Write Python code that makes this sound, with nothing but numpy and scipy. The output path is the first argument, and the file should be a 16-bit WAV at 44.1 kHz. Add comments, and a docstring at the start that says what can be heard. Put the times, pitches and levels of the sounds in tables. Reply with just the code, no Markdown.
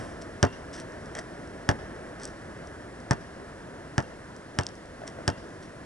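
"""Basketball on an outdoor court

A basketball drops out of the net and bounces six times on asphalt, heard by a small two-port microphone.
Each bounce is a filtered slap, a low decaying thump, ringing shell modes and a faint ping of the air inside.
Shaped noise scrapes shoes on grit and swishes the net; damped tones knock the soles and pat the ball.
The hum of a town lies behind, with an echo from a wall and a smeared return from trees and houses."""
import sys
import numpy as np
from scipy import signal
from scipy.fft import rfft, irfft
from scipy.io import wavfile
from scipy.ndimage import uniform_filter1d

SR = 44100
rng = np.random.default_rng(int(sys.argv[2]) if len(sys.argv) > 2 else 0)


def int16_out(signal):
    """Quantize to a 16-bit WAV file."""
    q = np.round(np.clip(np.atleast_2d(signal).T, -1, 1) * 32767)
    wavfile.write(sys.argv[1], SR, q.astype(np.int16))


N = 257984
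HZ = np.fft.rfftfreq(N, 1 / SR)
RING_T = np.arange(SR // 2) / SR  # time axis of one short sound, s

# spectrum of the town's hum and of the net's low flutter: f/Hz, relative density/dB
TOWN_SPECTRUM = [(20, -7.5), (55, 1.5), (130, 0), (330, -0.5), (450, -3.5), (650, -3.5), (830, -12.5),
                 (980, -10), (1150, -12.5), (1700, -9.5), (1950, -14), (2350, -24.5), (3200, -33),
                 (4200, -41.5)]
# spectrum of rustling leaves and clothes, and of the net's swish: f/Hz, relative density/dB
RUSTLE_SPECTRUM = [(1000, -9), (2400, -5), (3200, -0.5), (4000, -10), (5000, -3), (5550, 1.5), (6500, -10),
                   (7400, -8), (8000, -6.5), (8800, -7), (11000, -11)]
# spectrum of grit crushed on asphalt: f/Hz, relative density/dB
GRIT_SPECTRUM = [(300, -36), (1000, 6), (1800, 4.5), (2400, -5), (3200, 2.5), (4000, -2.5), (5000, 3.5),
                 (5650, 10.5), (6800, -6), (8200, 0), (9300, -7.5), (11000, -10)]
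# soles scuffing on grit: t/s, length/s, level/dB, dull rub over the grit/dB
SLIDES = [(0.215, 0.0099, -45.5, -8), (0.73, 0.036, -45, -12), (0.775, 0.043, -50, -1),
          (1.15, 0.05, -49, 9.5), (2.197, 0.11, -55.5, -4), (2.214, 0.041, -49.5, -3),
          (5.068, 0.021, -48, -1), (5.624, 0.032, -53.5, -6)]
# difference between the ports for near sounds: f/Hz, side against middle/dB
NEAR_PORTS = [(40, -10), (100, -11), (250, -4), (650, -0.5), (1000, -5), (1700, -7), (2500, -5),
              (5600, -14.5), (10000, -9)]


def amp(db):
    """Decibels to gain."""
    return 10 ** (np.asarray(db) / 20)


def evened(x):
    """Scales to an rms of one."""
    return x / np.sqrt(np.mean(x ** 2) + 1e-20)


def read(points, hz):
    """Reads a spectrum on a log-frequency axis."""
    f, value = np.transpose(points)
    return np.interp(np.log(hz + 1), np.log(f + 1), value)


def level(curve):
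    """A curve of dB over time, as a gain for every sample."""
    return amp(np.interp(np.arange(N) / SR, *np.transpose(curve)))


def add(mix, s, sound):
    """Mixes a sound in at time s."""
    part = mix[max(round(s * SR), 0):][:len(sound)]
    part += sound[:len(part)]


def late(sound, s):
    """The same sound, s seconds later."""
    return np.interp(RING_T - s, RING_T, sound, left=0)


def noise(spectrum, size=N):
    """Noise of rms one with the given spectrum."""
    gain = amp(read(spectrum, np.fft.rfftfreq(size, 1 / SR)))
    return evened(irfft(rfft(rng.standard_normal(size)) * gain, size))


def wavering(depth_db, size=700):
    """A gain that wanders about one, smoothed over size samples."""
    wander = evened(uniform_filter1d(rng.standard_normal(len(RING_T)), size=size))
    return evened(amp(depth_db * wander))


def ring(modes, spread):
    """Struck modes, dying 60 dB in t60; each blow lands on another spot and shifts them a little."""
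    total = np.zeros(len(RING_T))
    for hz, db, t60 in modes:
        shifted_hz = hz * (1 + spread * rng.standard_normal())
        total += amp(db - 60 * RING_T / t60) * np.sin(2 * np.pi * shifted_hz * RING_T)
    return total


def causal(spectrum, size=4096):
    """The sharpest (minimum-phase) click that has the given spectrum, of energy one."""
    log_gain = np.log(amp(read(spectrum, abs(np.fft.fftfreq(size, 1 / SR)))))
    click = np.fft.ifft(np.exp(np.conj(signal.hilbert(log_gain)))).real
    return np.pad(click / np.linalg.norm(click), (0, len(RING_T) - size))


def bump(s, width_s):
    """One smooth push of air."""
    return np.exp(-((RING_T - s) / width_s) ** 2)


def ports(x, side):
    """Two close ports: the left one leads, so their difference is a quarter turn ahead of their sum."""
    difference = irfft(1j * rfft(x) * amp(read(side, HZ)), N)
    return np.array([x + difference, x - difference])


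def outdoors(swell_db=0.64):
    """Far traffic swells gently; leaves rustle; the microphone hisses."""
    # level of the hum, before its trim and swell, which the rustle follows: t/s, level/dB
    town_level = [(0.0, -41.5), (2.3, -41), (2.65, -42.5), (4.88, -44.5), (5.22, -42), (5.85, -44)]
    # microphone noise: f/Hz, relative density/dB
    hiss_spectrum = [(1500, -6), (2600, 1.5), (5000, 0), (11000, -6)]
    # difference between the ports for far sounds: f/Hz, side against middle/dB
    far_ports = [(40, -38), (100, -21.5), (300, -8.5), (650, -4.5), (900, -2), (1600, -5), (2400, -1.5),
                 (10000, -5)]
    rustle_under_db = -23
    swell = np.interp(np.arange(N), np.linspace(0, N, 60), rng.standard_normal(60))
    town = ports(noise(TOWN_SPECTRUM), far_ports)
    town += amp(-20.5) * np.array([[1], [-1]]) * noise(TOWN_SPECTRUM)  # opposite at the two ports
    hum = town * level(town_level) * amp(-0.5 + swell_db * swell)
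    rustle = level(town_level) * amp(rustle_under_db) * noise(RUSTLE_SPECTRUM)
    treble = rustle + amp(-62.5) * noise(hiss_spectrum)
    apart = amp(-65.5) * noise(hiss_spectrum)
    return hum + ports(treble, far_ports) + np.array([apart, -apart])


def trees(x, delay_s=0.097, t60=0.36, wet_db=-30):
    """A faint, smeared return from the trees and houses beyond the court."""
    spectrum = [(100, -4), (600, 2.5), (3000, 8), (6000, 4.5), (11000, -8)]  # f/Hz, relative density/dB
    decay = amp(-60 * RING_T / t60)
    tails = [late(noise(spectrum, size=len(RING_T)) * decay, delay_s) for _ in x]
    tails = tails / np.linalg.norm(tails[0])
    return x + amp(wet_db) * signal.fftconvolve(x, tails, axes=1)[:, :N]


def wall(x, delay_s=.0227, echo_db=-17):
    """One crisp echo from a hard surface behind the microphone."""
    echo = irfft(rfft(x, axis=1) * np.exp(-2j * np.pi * HZ * delay_s), N, axis=1)
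    return x + amp(echo_db) * echo


def net():
    """The cords swish as the ball leaves them, with a low flutter, then settle."""
    start_db, fade_db_per_s, flutter_db = -51.5, 73, 12
    swish = noise(RUSTLE_SPECTRUM) + amp(flutter_db) * noise(TOWN_SPECTRUM)
    return ports(amp(start_db - fade_db_per_s * np.arange(N) / SR) * swish, NEAR_PORTS)


def crunch(decay_s):
    """A burst of crushed grit: noise with an exponential decay."""
    return noise(GRIT_SPECTRUM, size=len(RING_T)) * np.exp(-RING_T / decay_s)


def snap():
    """One grain of grit cracks and crumbles: a sharp click, then briefly decaying noise."""
    # spectrum of a single grain snapping: f/Hz, relative density/dB
    grain_spectrum = [(1000, -44), (2400, -44), (3200, -2), (3900, -6), (4700, 4.5), (5650, 10.5),
                      (6800, -4), (8200, 4), (9300, -9), (11000, -19)]
    decay = np.exp(-RING_T / 0.00097) + amp(-24) * np.exp(-RING_T / 0.01)
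    crumble = noise(grain_spectrum, size=len(RING_T)) * decay
    return amp(10) * causal(grain_spectrum) + amp(-2.0) * crumble


def loose_grit():
    """Small grains crack at random: thickly under a sliding sole, rarely in between."""
    shed_per_s, shed_over_db = 45, 7  # while sliding, this far over the slide's own level
    stray_per_s, stray_db, grain_spread_db = 1.5, -47, 4
    t = np.arange(N) / SR
    per_s, db = np.full(N, float(stray_per_s)), np.full(N, float(stray_db))
    for s, length, slide_db, _ in SLIDES:
        sliding = (t > s) & (t < s + length)
        per_s[sliding], db[sliding] = shed_per_s, slide_db + shed_over_db
    grain_gain = amp(db + grain_spread_db * rng.standard_normal(N))
    cracks = (rng.random(N) < per_s / SR) * grain_gain
    return signal.oaconvolve(cracks, snap())[:N]


def scuffs(grain_db=2.5):
    """Soles rub on grit, with a duller rub beneath, in a quickly wavering stroke."""
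    rub_spectrum = [(200, -4), (700, -1.0), (1200, -2.5), (2000, -0.5), (2600, -18), (6000, -37)]
    out, size = np.zeros(N), len(RING_T)
    for s, length, db, rub_db in SLIDES:
        grains = wavering(grain_db, size=90)
        rub = amp(rub_db) * noise(rub_spectrum, size=size)
        stroke = np.interp(RING_T, [0, .003, length, length + 0.009], [0.58, 0.95, 0.64, 0.056])
        add(out, s, amp(db) * stroke * grains * (noise(GRIT_SPECTRUM, size=size) + rub))
    return out


def ticks():
    """Single grains snap at set moments."""
    # the louder grains snapping: t/s, gain on a snap/dB
    loud_grains = [(0.8, -31.5), (2.2342, -33), (2.243, -38), (2.2535, -27), (2.276, -40), (4.6348, -34),
                   (4.6668, -25.5)]
    out = np.zeros(N)
    for s, db in loud_grains:
        add(out, s, amp(db) * snap())
    return out


def footfalls():
    """A heel or sole comes down: the shoe's damped modes knock and grit is crushed."""
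    # steps: t/s, gain on the knock/dB, gain on the crushed grit/dB
    steps = [(1.152, -32, -32), (1.169, -32, -48), (1.189, -26.5, -33.5), (5.0772, -37, -30.5)]
    # the shoe's knock: f/Hz, level/dB, t60/s
    sole_modes = [(170, -11, 0.036), (650, -5, .03), (1500, -14, .015), (1936, -4, 0.028), (3290, -11, .02)]
    out = np.zeros(N)
    for s, knock_db, grit_db in steps:
        grit = amp(grit_db) * (snap() + amp(-12) * crunch(decay_s=0.0033))
        add(out, s, grit - amp(knock_db) * ring(sole_modes, spread=0.027))
    return out


def pats():
    """The hand meets the ball: palm, then fingers, each a short damped ring."""
    # pats: t/s, level/dB, f/Hz
    hand_blows = [(3.399, -36, 337), (5.0185, -31, 660), (5.1885, -32.5, 644)]
    fingers_s, fingers_db = 0.018, -0.5  # after and relative to the palm
    out = np.zeros(N)
    for s, db, hz in hand_blows:
        modes = [(hz, 0, .025), (170, -11, .04), (1500, -11, .015)]  # f/Hz, level/dB, t60/s
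        palm, fingers = (-amp(db) * ring(modes, spread=0.043) for _ in range(2))
        add(out, s, palm + amp(fingers_db) * late(fingers, fingers_s))
    return out


def player():
    """Grainy scuffs, snapping grit, footfalls and soft pats, close to the microphone."""
    return ports(loose_grit() + scuffs() + ticks() + footfalls() + pats(), NEAR_PORTS)


def scatter(rise_s=0.0089):
    """The short diffuse tail that follows a bounce in the open; each band decays at its own rate."""
    # sound scattered round the court: f/Hz, relative density/dB
    scatter_spectrum = [(30, -4), (100, 4), (200, 3.5), (450, -19.5), (900, 1.5), (1150, -1), (1750, -0.5),
                        (2400, -14), (3300, -17), (4100, -23.5), (5600, -10), (7000, -21), (11000, -34)]
    # its decay: f/Hz, t60/s
    scatter_decay = [(80, 0.13), (500, 0.11), (1700, 0.089), (5600, 0.053), (11000, 0.051)]
    hz, t, bands = signal.stft(noise(scatter_spectrum, size=len(RING_T)), SR, nperseg=256)
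    fade = amp(-60 * t / read(scatter_decay, hz)[:, None])
    tail = signal.istft(bands * fade, SR, nperseg=256)[1][:len(RING_T)]
    return tail * (1 - np.exp(-RING_T / rise_s))


def bounce(thump_db, hard_db, thump_hz, grit_db, ping_db, contact_s):
    """The ball slaps down, flattens and pushes out air, then springs off and rings."""
    # rubber slapping the asphalt: f/Hz, level/dB, t60/s
    slap_modes = [(910, -20.5, 0.016), (1303, -22.5, 0.015), (1636, -22, 0.022), (1734, -23.5, 0.03)]
    # the sharp first touch: f/Hz, relative density/dB
    click_spectrum = [(300, -12), (1500, -6.5), (2300, -17.5), (3000, 9), (3900, -3.5), (4800, 5.5),
                      (5650, 9.5), (6700, -3), (8200, -3), (9300, -16.5), (11000, -19.5)]
    # the ball's shell: f/Hz, level/dB, t60/s
    shell_modes = [(106, -28, 0.24), (152, -27, 0.14), (245.5, -24.5, 0.09), (279.2, -18, 0.092),
                   (334, -26, 0.12), (380, -31, 0.2), (457, -25.5, 0.12), (595, -20.5, 0.083),
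                   (683, -21.5, 0.11), (803, -29, 0.11), (878, -24, 0.1)]
    # the air inside the ball: f/Hz, level/dB, t60/s
    air_modes = [(940, -41, 0.11), (1428, -38, 0.12), (1670, -49, 0.11), (1890, -45, 0.051),
                 (2030, -51, 0.097), (2730, -50.5, 0.37), (2840, -56.5, 0.7), (3200, -50, 0.26),
                 (3580, -52, 0.22), (4474, -47, 0.16)]
    t = RING_T
    slap_db = thump_db + 3  # the slap follows the strength
    click_db = 0.43 * hard_db  # a harder landing clicks more
    shell_db = thump_db + 1.1 + 0.4 * hard_db  # and shakes the shell more
    slap = -amp(slap_db) * ring(slap_modes, spread=0.014) - amp(click_db) * causal(click_spectrum)
    # the skin spreads, then peels off
    rasp_s = [0, .003, contact_s - .003, contact_s - .001, contact_s + 0.0022]
    rasp = np.interp(t, rasp_s, [0, 0.55, 0.0, 0.9, 0.0078]) * noise(GRIT_SPECTRUM, size=len(t))
    grit = amp(grit_db - 18) * (late(crunch(decay_s=0.0023), 0.00019) + amp(-16.5) * rasp)
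    boom = amp(-11.0 - 60 * t / 0.048) * np.sin(2 * np.pi * thump_hz * t)
    thump = amp(thump_db) * (late(boom, 0.0011) - amp(-17) * bump(0.00084, 0.00062))
    # a short dull knock about 5 ms after touch, reflected off the ground, and another on leaving it
    reflected = bump(0.00469, 0.00027) - bump(0.00657, 0.00062)
    knocks = amp(hard_db - 15.5) * (reflected + amp(3.0) * bump(contact_s, 0.00038))
    shell_ring = ring(shell_modes, spread=0.011) * (1 - np.exp(-t / 0.0046))
    shell = amp(shell_db) * (amp(-17.5) * scatter() - shell_ring)
    # the spinning ball beams its ring about
    ping = amp(ping_db) * ring(air_modes, spread=0.0032) * wavering(depth_db=5.5)
    return slap + grit + thump + knocks + shell + ping


def ball():
    """All bounces, with their scatter partly different at each port."""
    # bounces: t/s, strength/dB, hardness of the landing/dB, thump f/Hz,
    # grit crunch/dB, air ping/dB, contact time/s
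    landings = [(0.4286, -1, 5, 97, -4.5, 3.5, 0.013), (1.6902, 0, -7.5, 97.5, -2.5, -7, 0.013),
                (3.1098, 0, -11.5, 116, -1.5, -4, 0.01), (3.9808, -2, -10, 112, -20, -6, 0.011),
                (4.5880, -4, -10, 97, -4, -5, 0.012), (5.2785, -5, -4.5, 94, -0.5, -5, 0.013)]
    direct, diffuse = np.zeros((2, N))
    for s, thump_db, *blow in landings:
        add(direct, s, bounce(thump_db, *blow))
        add(diffuse, s, amp(thump_db - 23) * scatter())
    return ports(direct, NEAR_PORTS) + np.array([diffuse, -diffuse])


def scene():
    """Net, ball and player on the court, in the open air."""
    return trees(wall(net() + ball() + player())) + outdoors()


def record(dry):
    """The ports differ slightly in colour and shed the deepest bass; then the band limit."""
    low_cut_hz, edge_hz = 30, 11180
    # left minus right: f/Hz, level/dB
    lean = [(100, -0.14), (300, -.6), (650, 1.0), (1400, -0.89), (3000, 0.26), (9000, 0.29)]
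    lean_db = read(lean, HZ)
    coloured = irfft(rfft(dry, axis=1) * amp(np.array([lean_db, -lean_db]) / 2), N, axis=1)
    low_cut = signal.butter(1, low_cut_hz, "high", fs=SR, output="sos")
    trimmed = signal.sosfilt(low_cut, coloured)
    band_limit = signal.firwin(401, edge_hz, window=("kaiser", 8), fs=SR)
    return signal.oaconvolve(trimmed, band_limit[None], "same")


dry = scene()
out = record(dry)
int16_out(out)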